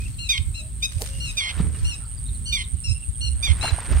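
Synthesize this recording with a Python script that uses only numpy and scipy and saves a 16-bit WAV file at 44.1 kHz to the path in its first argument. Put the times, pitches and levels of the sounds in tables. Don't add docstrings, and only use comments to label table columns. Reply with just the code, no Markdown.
import sys
import numpy as np
from scipy import signal
from scipy.fft import rfft, irfft, next_fast_len
from scipy.io import wavfile
from scipy.ndimage import map_coordinates

SR = 44100
rng = np.random.default_rng(int(sys.argv[2]) if len(sys.argv) > 2 else 0)


def transcribe(u):
    v = np.clip(np.atleast_2d(u).T, -1, 1)
    q = np.round(v * 32767).astype(np.int16)
    wavfile.write(sys.argv[1], SR, q)


N = 176400
T = np.arange(N) / SR

# frequency in Hz, gain in dB.
AIR_SPECTRUM = [(200, 2), (600, -3), (2000, -3), (4200, -1.5), (6500, -13.5), (15500, -19.5)]
# frequency in Hz, gain in dB.
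RUMBLE_SPECTRUM = [(20, -48), (35, -6.5), (52, 1.5), (75, -3.5), (110, -8), (170, -19), (300, -31.5),
                   (700, -62)]
# centre and half-width in seconds, left and right relative level in dB.
WIND_THUMPS = [(0.404, 0.013, -37, -17), (0.488, 0.015, -35, -19), (0.968, 0.012, -32, -21),
               (1.655, 0.059, -35, -20.5), (1.853, 0.029, -22.5, -21.5), (2.741, 0.01105, -32, -22),
               (2.907, 0.022, -49, -19), (3.095, 0.0104, -24.5, -52), (3.313, 0.082, -32.5, -24.5),
               (3.511, 0.012, -31, -11.5), (3.732, 0.0081, -31.5, -16), (3.953, 0.035, -23, -16)]
# frequency in Hz, seconds to fall 60 dB.
BANK_DECAY = [(300, 0.27), (1200, 0.37), (3000, 0.25), (6000, 0.23), (12000, 0.082)]
# frequency in Hz, gain in dB.
INSECT_SPECTRUM = [(6500, -34.5), (7600, -19), (8150, -5), (8500, -3.5), (8900, -11), (9600, -25.5),
                   (11000, -31)]
# start and length in seconds, first and last pitch in Hz, level in dB.
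FAR_HOOTS = [(.56, 0.15, 596, 634.8, -52.5), (.78, 0.642, 594, 496, -54), (1.98, 0.123, 1370, 1321, -52.5)]
# start and length in seconds, first and last pitch in Hz, level in dB.
FAR_BIRD_NOTES = [(0.053, 0.024, 2765, 2560, -37), (2.168, 0.026, 4960, 4300, -45.5),
                  (2.278, 0.027, 4273, 3470, -40.5), (2.633, 0.024, 4300, 3220, -37.5),
                  (-.04, 0.12, 2500, 2500, -42), (1.08, 0.15, 2750, 2897, -46),
                  (1.577, .032, 4300, 3300, -43), (1.735, .04, 3000, 2650, -47),
                  (2.25, 0.031, 3800, 3760, -46), (2.94, 0.051, 2820, 2680, -40.5),
                  (3.015, 0.038, 2840, 2570, -42)]
# chirp number, its end in seconds, relative level in dB.
CHIRP_KEYFRAMES = [(0, 0.084, -51.5), (4, .571, -47), (7, .901, -40.5), (10.1, 1.212, -38.5),
                   (13.88, 1.667, -37.5), (21.02, 2.504, -36), (34, 4.035, -32)]
# frequency in Hz, gain in dB.
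WHIP_SPECTRUM = [(150, -17), (400, -6), (600, -3.5), (900, -13), (1400, -38), (4000, -25), (10000, -16.5),
                 (16000, -24)]
# frequency in Hz, gain in dB.
LINE_SPECTRUM = [(500, -6.5), (2500, 4), (5000, 4), (12000, -1), (16000, -24)]
# centre in seconds, level in dB.
RUSTLES = [(.03, -48), (.95, -47.5), (1.3, -48.5), (1.85, -48.5)]
# peak in seconds, level in dB, seconds to fall 60 dB.
SLOSHES = [(1.598, -29, 0.8), (3.919, -21.5, 0.1)]
# frequency in Hz, gain in dB.
SLOSH_SPECTRUM = [(70, -1), (140, 6.5), (260, -5.5), (450, -10.5), (900, -52)]
# peak in seconds, relative level in dB, attack in seconds, seconds to fall 60 dB.
SPLASHES = [(1.41, -50.5, 0.065, 2.3), (1.594, -41, 0.078, 0.41), (1.75, -52, 0.019, 1.6),
            (3.48, -46, 0.074, 5), (3.647, -30.5, 0.022, 0.36), (3.68, -39, 0.013, 1.2),
            (3.79, -41.5, 0.052, 1), (3.913, -39, 0.025, 1.5)]
# frequency in Hz, gain in dB.
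SPRAY_SPECTRUM = [(100, 7), (300, -6), (800, -3), (1700, -1.5), (3000, -7.5), (6000, -16), (11000, -21.5),
                  (16000, -34)]
# start in seconds, first pitch in Hz, relative level in dB,
# rise per second as a multiple of that pitch.
BUBBLES = [(1.602, 158, -13.5, 7.7), (3.636, 764, -26, 15), (3.645, 698, -22.5, 51),
           (3.677, 1194, -27.5, 130), (3.783, 484, -28.5, 195)]
# start and length in seconds, top pitch in Hz, relative level in dB,
# seconds to the top, fall as a share of pitch, lift of the third and fourth harmonics in dB.
MEWS = [(.18, .11, 1412, -38.5, 0.032, 0.082, 0.5, -7), (0.537, 0.091, 1376, -40, 0.035, 0.085, -1, -1.5),
        (1.196, 0.13, 1444, -35, 0.026, 0.16, -4.5, 0), (1.841, .122, 1457, -36, 0.046, 0.15, -6.5, 4),
        (2.452, .11, 1489, -38.5, 0.022, .05, 3, 5), (2.834, 0.108, 1384, -37.5, 0.0178, 0.0305, -10, 11),
        (3.204, 0.097, 1461, -36, 0.025, 0.067, 4.5, 3), (3.604, 0.11, 1390, -32.5, 0.047, 0.052, 2, -4)]
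# frequency in Hz, gain in dB.
MEW_THROAT = [(1400, -22.5), (2800, 3.5), (4250, 1), (5700, -7.5), (7100, -10), (15000, -37)]
# start and length in seconds, pitch in Hz, relative level in dB, seconds to the
# break, level change at the break in dB, left over right in dB, share of pitch by which it starts flat.
YELPS = [(0.285, 0.11, 1245, -20, 0.044, -9, -1, 0.032), (0.82, 0.0527, 1273, -23, 0.12, -7, 3, 0.092),
         (1.366, 0.16, 1230, -23, 0.037, -6.5, -2, 0.0077),
         (2.519, 0.12, 1210, -23.5, 0.047, -8.5, -2.5, 0.0148),
         (3.423, 0.11, 1233, -25, 0.048, -7, -4, 0.063)]
# frequency in Hz, gain in dB.
YELP_THROAT = [(1150, -23), (1600, -31), (2150, 0), (2480, -4), (3200, 2), (3700, 3.5), (4400, -5),
               (4950, -7), (5500, -10.5), (6150, -4), (7400, -20), (11000, -21), (15000, -28.5)]
# frequency in Hz, gain in dB.
HOARSE_SPECTRUM = [(1800, -34.5), (2400, 1), (3050, 1), (3900, -2), (6000, -19), (10000, -32)]


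def amp(db):
    return 10 ** (np.asarray(db) / 20)


def unit(x):
    return x / np.sqrt(np.mean(x ** 2) + 1e-20)


def along(points, hz):
    freqs, values = np.transpose(points)
    return np.interp(np.log(hz + 1), np.log(freqs + 1), values)


def wobble(rate, size=N):
    knots = rng.standard_normal(size // 8 + 8)
    return map_coordinates(knots, [np.arange(size) * rate / SR], mode="wrap")


def filtered(x, response):
    size = next_fast_len(N + SR // 2)
    return irfft(rfft(x, size) * response(np.fft.rfftfreq(size, 1 / SR)), size)[..., :N]


def noise(spectrum, width):
    mid, side = filtered(rng.standard_normal((2, N)), lambda hz: amp(along(spectrum, hz)))
    return unit(np.array([mid + width * side, mid - width * side]))


def pan(db):
    return amp(np.array([[db], [-db]]) / 2)


def lead(x, seconds):
    return filtered(x, lambda hz: np.exp(1j * np.pi * hz * seconds * np.array([[1], [-1]])))


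def add(out, start, x):
    i = round(start * SR)
    x = x[..., max(-i, 0):max(N - i, 0)]
    out[..., max(i, 0):max(i, 0) + x.shape[-1]] += x


def gate(t, length, attack, release):
    fade_in = np.sin(np.pi / 2 * np.clip(t / attack, 0, 1)) ** 2
    fade_out = np.sin(np.pi / 2 * np.clip((length - t) / release, 0, 1)) ** 2
    return fade_in * fade_out


def burst(peak_s, attack, t60):
    return np.exp(np.minimum(T - peak_s, 0) / attack) * amp(-60 * np.maximum(T - peak_s, 0) / t60)


def phase_of(pitch):
    return 2 * np.pi * np.cumsum(pitch) / SR


def wind(thump_hz=73.1, pitch_spread=0.1639):
    ports = np.zeros((2, N))
    for side in range(2):
        power = sum(amp(levels[side]) ** 2 * np.exp(-((T - centre) / width) ** 2)
                    for centre, width, *levels in WIND_THUMPS)
        eddy = np.sin(phase_of(thump_hz * np.exp(pitch_spread * wobble(110))))
        buffet = noise(RUMBLE_SPECTRUM, width=0.61)[0]
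        ports[side] = np.sqrt(power) * (amp(6.5) * eddy + amp(-2.5) * buffet)
    rumble = amp(-32 + 2.9 * wobble(6.54)) * noise(RUMBLE_SPECTRUM, width=0.5)
    air = amp(-57.5 + wobble(1.24)) * noise(AIR_SPECTRUM, width=0.72)
    return ports + rumble + air


def bank_echo(x):
    hz, t, bands = signal.stft(rng.standard_normal((2, SR)), SR, nperseg=256)
    decay = amp(-60 * t / along(BANK_DECAY, hz)[:, None])
    tail = signal.istft(bands * decay, SR, nperseg=256)[1]
    return signal.fftconvolve(x, tail / np.linalg.norm(tail[0]), axes=1)[:, :N]


def insect_bed():
    return amp(-44 + 1.6 * wobble(200) + wobble(8.14)) * noise(INSECT_SPECTRUM, width=1.0)


def far_whistles(notes, waver):
    out = np.zeros(N)
    for start, length, first_hz, last_hz, db in notes:
        t = np.arange(int(length * SR)) / SR
        glide = first_hz + (last_hz - first_hz) * t / length
        pitch = glide * (1 + waver * wobble(396, len(t)))
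        envelope = amp(db) * gate(t, length, attack=length / 2, release=length / 2)
        add(out, start, envelope * np.sin(phase_of(pitch)))
    return out * pan(1)


def far_chatter(count=30, level_db=-54):
    notes = []
    for when, tune, size in rng.random((count, 3)):
        hz = 3000 + 2500 * tune
        notes.append((when * N / SR, 0.03, hz, 0.87 * hz, level_db + 10 * (size - 0.5)))
    return far_whistles(notes, waver=0.033)


def cricket(strokes_per_s=120, stroke_s=0.0015, top_hz=8840, fall_hz_per_s=151000):
    out, t = np.zeros(N), np.arange(-SR // 150, SR // 150) / SR
    envelope = np.exp(-np.abs(t / stroke_s) ** 1.164)
    numbers, ends, levels = np.transpose(CHIRP_KEYFRAMES)
    for chirp in range(35):
        end, db = np.interp(chirp, numbers, ends), np.interp(chirp, numbers, levels)
        for stroke, (late, size, tune) in enumerate(rng.standard_normal((12, 3))):
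            before_end_s = stroke / strokes_per_s
            early = before_end_s / 0.12
            hz = top_hz - 260 * early + 35 * tune
            ping = envelope * np.sin(2 * np.pi * (hz * t - fall_hz_per_s * t * t / 2))
            gain = amp(db + 7 + 1.5 * size - 20 * early ** 4.5)
            add(out, end - before_end_s + 0.00022 * late, gain * ping)
    return lead(out * pan(-6.5), -0.000021)


def rod():
    swish = amp(-28.5) * burst(1.019, attack=0.00856, t60=0.093) * noise(WHIP_SPECTRUM, width=0.18)
    snap = amp(-18) * burst(1.0203, attack=0.0003, t60=0.003)
    snap_tail = amp(-40.5) * burst(1.04, attack=0.018, t60=0.77)
    rustle = sum(amp(db) * np.exp(-((T - centre) / 0.12) ** 2) for centre, db in RUSTLES)
    grain = unit(amp(4.5 * wobble(450)))
    return swish + (snap + grain * (snap_tail + rustle)) * noise(LINE_SPECTRUM, width=1.0)


def slosh():
    envelope = sum(amp(db) * burst(peak_s, attack=0.017, t60=t60) for peak_s, db, t60 in SLOSHES)
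    return envelope * noise(SLOSH_SPECTRUM, width=0.3)


def gurgle(attack_s=0.0011, t60=0.04):
    out, t = np.zeros(N), np.arange(SR // 10) / SR
    for start, hz, db, rise in BUBBLES:
        envelope = amp(db + 6 - 60 * t / t60) * (1 - np.exp(-t / attack_s))
        add(out, start, envelope * np.sin(2 * np.pi * hz * t * (1 + rise * t / 2)))
    return out


def splashes(bubble_count=1200):
    power = sum((amp(db) * burst(peak_s, attack, t60)) ** 2 for peak_s, db, attack, t60 in SPLASHES)
    fizz, t = np.zeros(N), np.arange(900) / SR
    for when, tune, size in rng.random((bubble_count, 3)):
        cycles = t * 500 * 6 ** tune
        envelope = size ** 3 * np.exp(-cycles / 3) * (1 - np.exp(-cycles))
        add(fizz, when * N / SR, envelope * np.sin(2 * np.pi * cycles * (1 + 0.014 * cycles)))
    spray = amp(1.5 + 2.7 * wobble(220)) * noise(SPRAY_SPECTRUM, width=0.35)
    return np.sqrt(power) * (spray + amp(-7) * unit(fizz))


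def bird_voice(pitch, throat, rasp, rasp_hz, tilt_db=0, lifts_db={}):
    phase, out = phase_of(pitch), np.zeros(len(pitch))
    for k in range(1, 13):
        gain = amp(along(throat, k * pitch) + tilt_db * np.log2(k / 3) + lifts_db.get(k, 0))
        level_flutter = rasp * wobble(rasp_hz, len(pitch))
        phase_flutter = rasp * wobble(rasp_hz, len(pitch))
        out += gain * ((1 + level_flutter) * np.sin(k * phase) + phase_flutter * np.cos(k * phase))
    return out


def answering_bird(scoop=0.09, jitter=0.003, dip_at_s=2.895):
    out = np.zeros(N)
    for start, length, hz, db, top_s, fall, third_db, fourth_db in MEWS:
        t = np.arange(int(length * SR)) / SR
        flat_start = scoop * np.maximum(1 - t / top_s, 0) ** 2
        sink = fall * np.maximum((t - top_s) / (length - top_s), 0) ** 1.293
        dip = 0.05 * np.exp(-((start + t - dip_at_s) / 0.0198) ** 2)
        pitch = hz * (1 - flat_start - sink) * (1 - dip) * (1 + jitter * wobble(300, len(t)))
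        call = bird_voice(pitch, MEW_THROAT, rasp=0.32, rasp_hz=450, lifts_db={3: third_db, 4: fourth_db})
        add(out, start, call * amp(db) * gate(t, length, attack=0.015, release=0.022))
    return lead(out * pan(2.6), 0.0005)


def near_bird(scoop_s=0.0146, break_blend_s=0.00663, break_drop=0.128, sag=0.04):
    out, hoarse = np.zeros((2, N)), noise(HOARSE_SPECTRUM, width=0)[0]
    for start, length, hz, db, break_s, change_db, pan_db, scoop in YELPS:
        t = np.arange(int(length * SR)) / SR
        broken = 0.5 + 0.5 * np.tanh((t - break_s) / (2 * break_blend_s))
        frayed = broken * (t / length) ** 2
        jitter = (0.004 + 0.022 * frayed) * wobble(354.4, len(t))
        pitch = hz * (1 - scoop * np.exp(-t / scoop_s)) * (1 - break_drop * broken)
        pitch *= 1 - sag * frayed ** 2 + jitter
        tone = bird_voice(pitch, YELP_THROAT, rasp=0.2 + 0.3 * frayed, rasp_hz=449.3,
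                          tilt_db=-5.5 * broken)
        breath = hoarse[int(start * SR):][:len(t)] * (1 + 0.5 * np.cos(phase_of(pitch)))
        breath *= amp(-26 + 22 * broken * t / length + 5.4 * wobble(182, len(t)))
        call = tone * (1 - frayed / 2) + breath
        envelope = amp(db + change_db * broken) * gate(t, length, attack=0.013, release=0.02)
        add(out, start, pan(pan_db) * envelope * call)
    return lead(out, -0.000385)


def scene():
    near = near_bird()
    far = answering_bird() + far_whistles(FAR_BIRD_NOTES, waver=0.019)
    far += far_whistles(FAR_HOOTS, waver=0.05) + far_chatter()
    birds = near + far + amp(-13) * bank_echo(near) + amp(-11) * bank_echo(far)
    return birds + cricket() + insect_bed() + splashes() + gurgle() + slosh() + rod() + wind()


def record(dry):
    return filtered(dry, lambda hz: hz < 15850)


dry = scene()
out = record(dry)
transcribe(out)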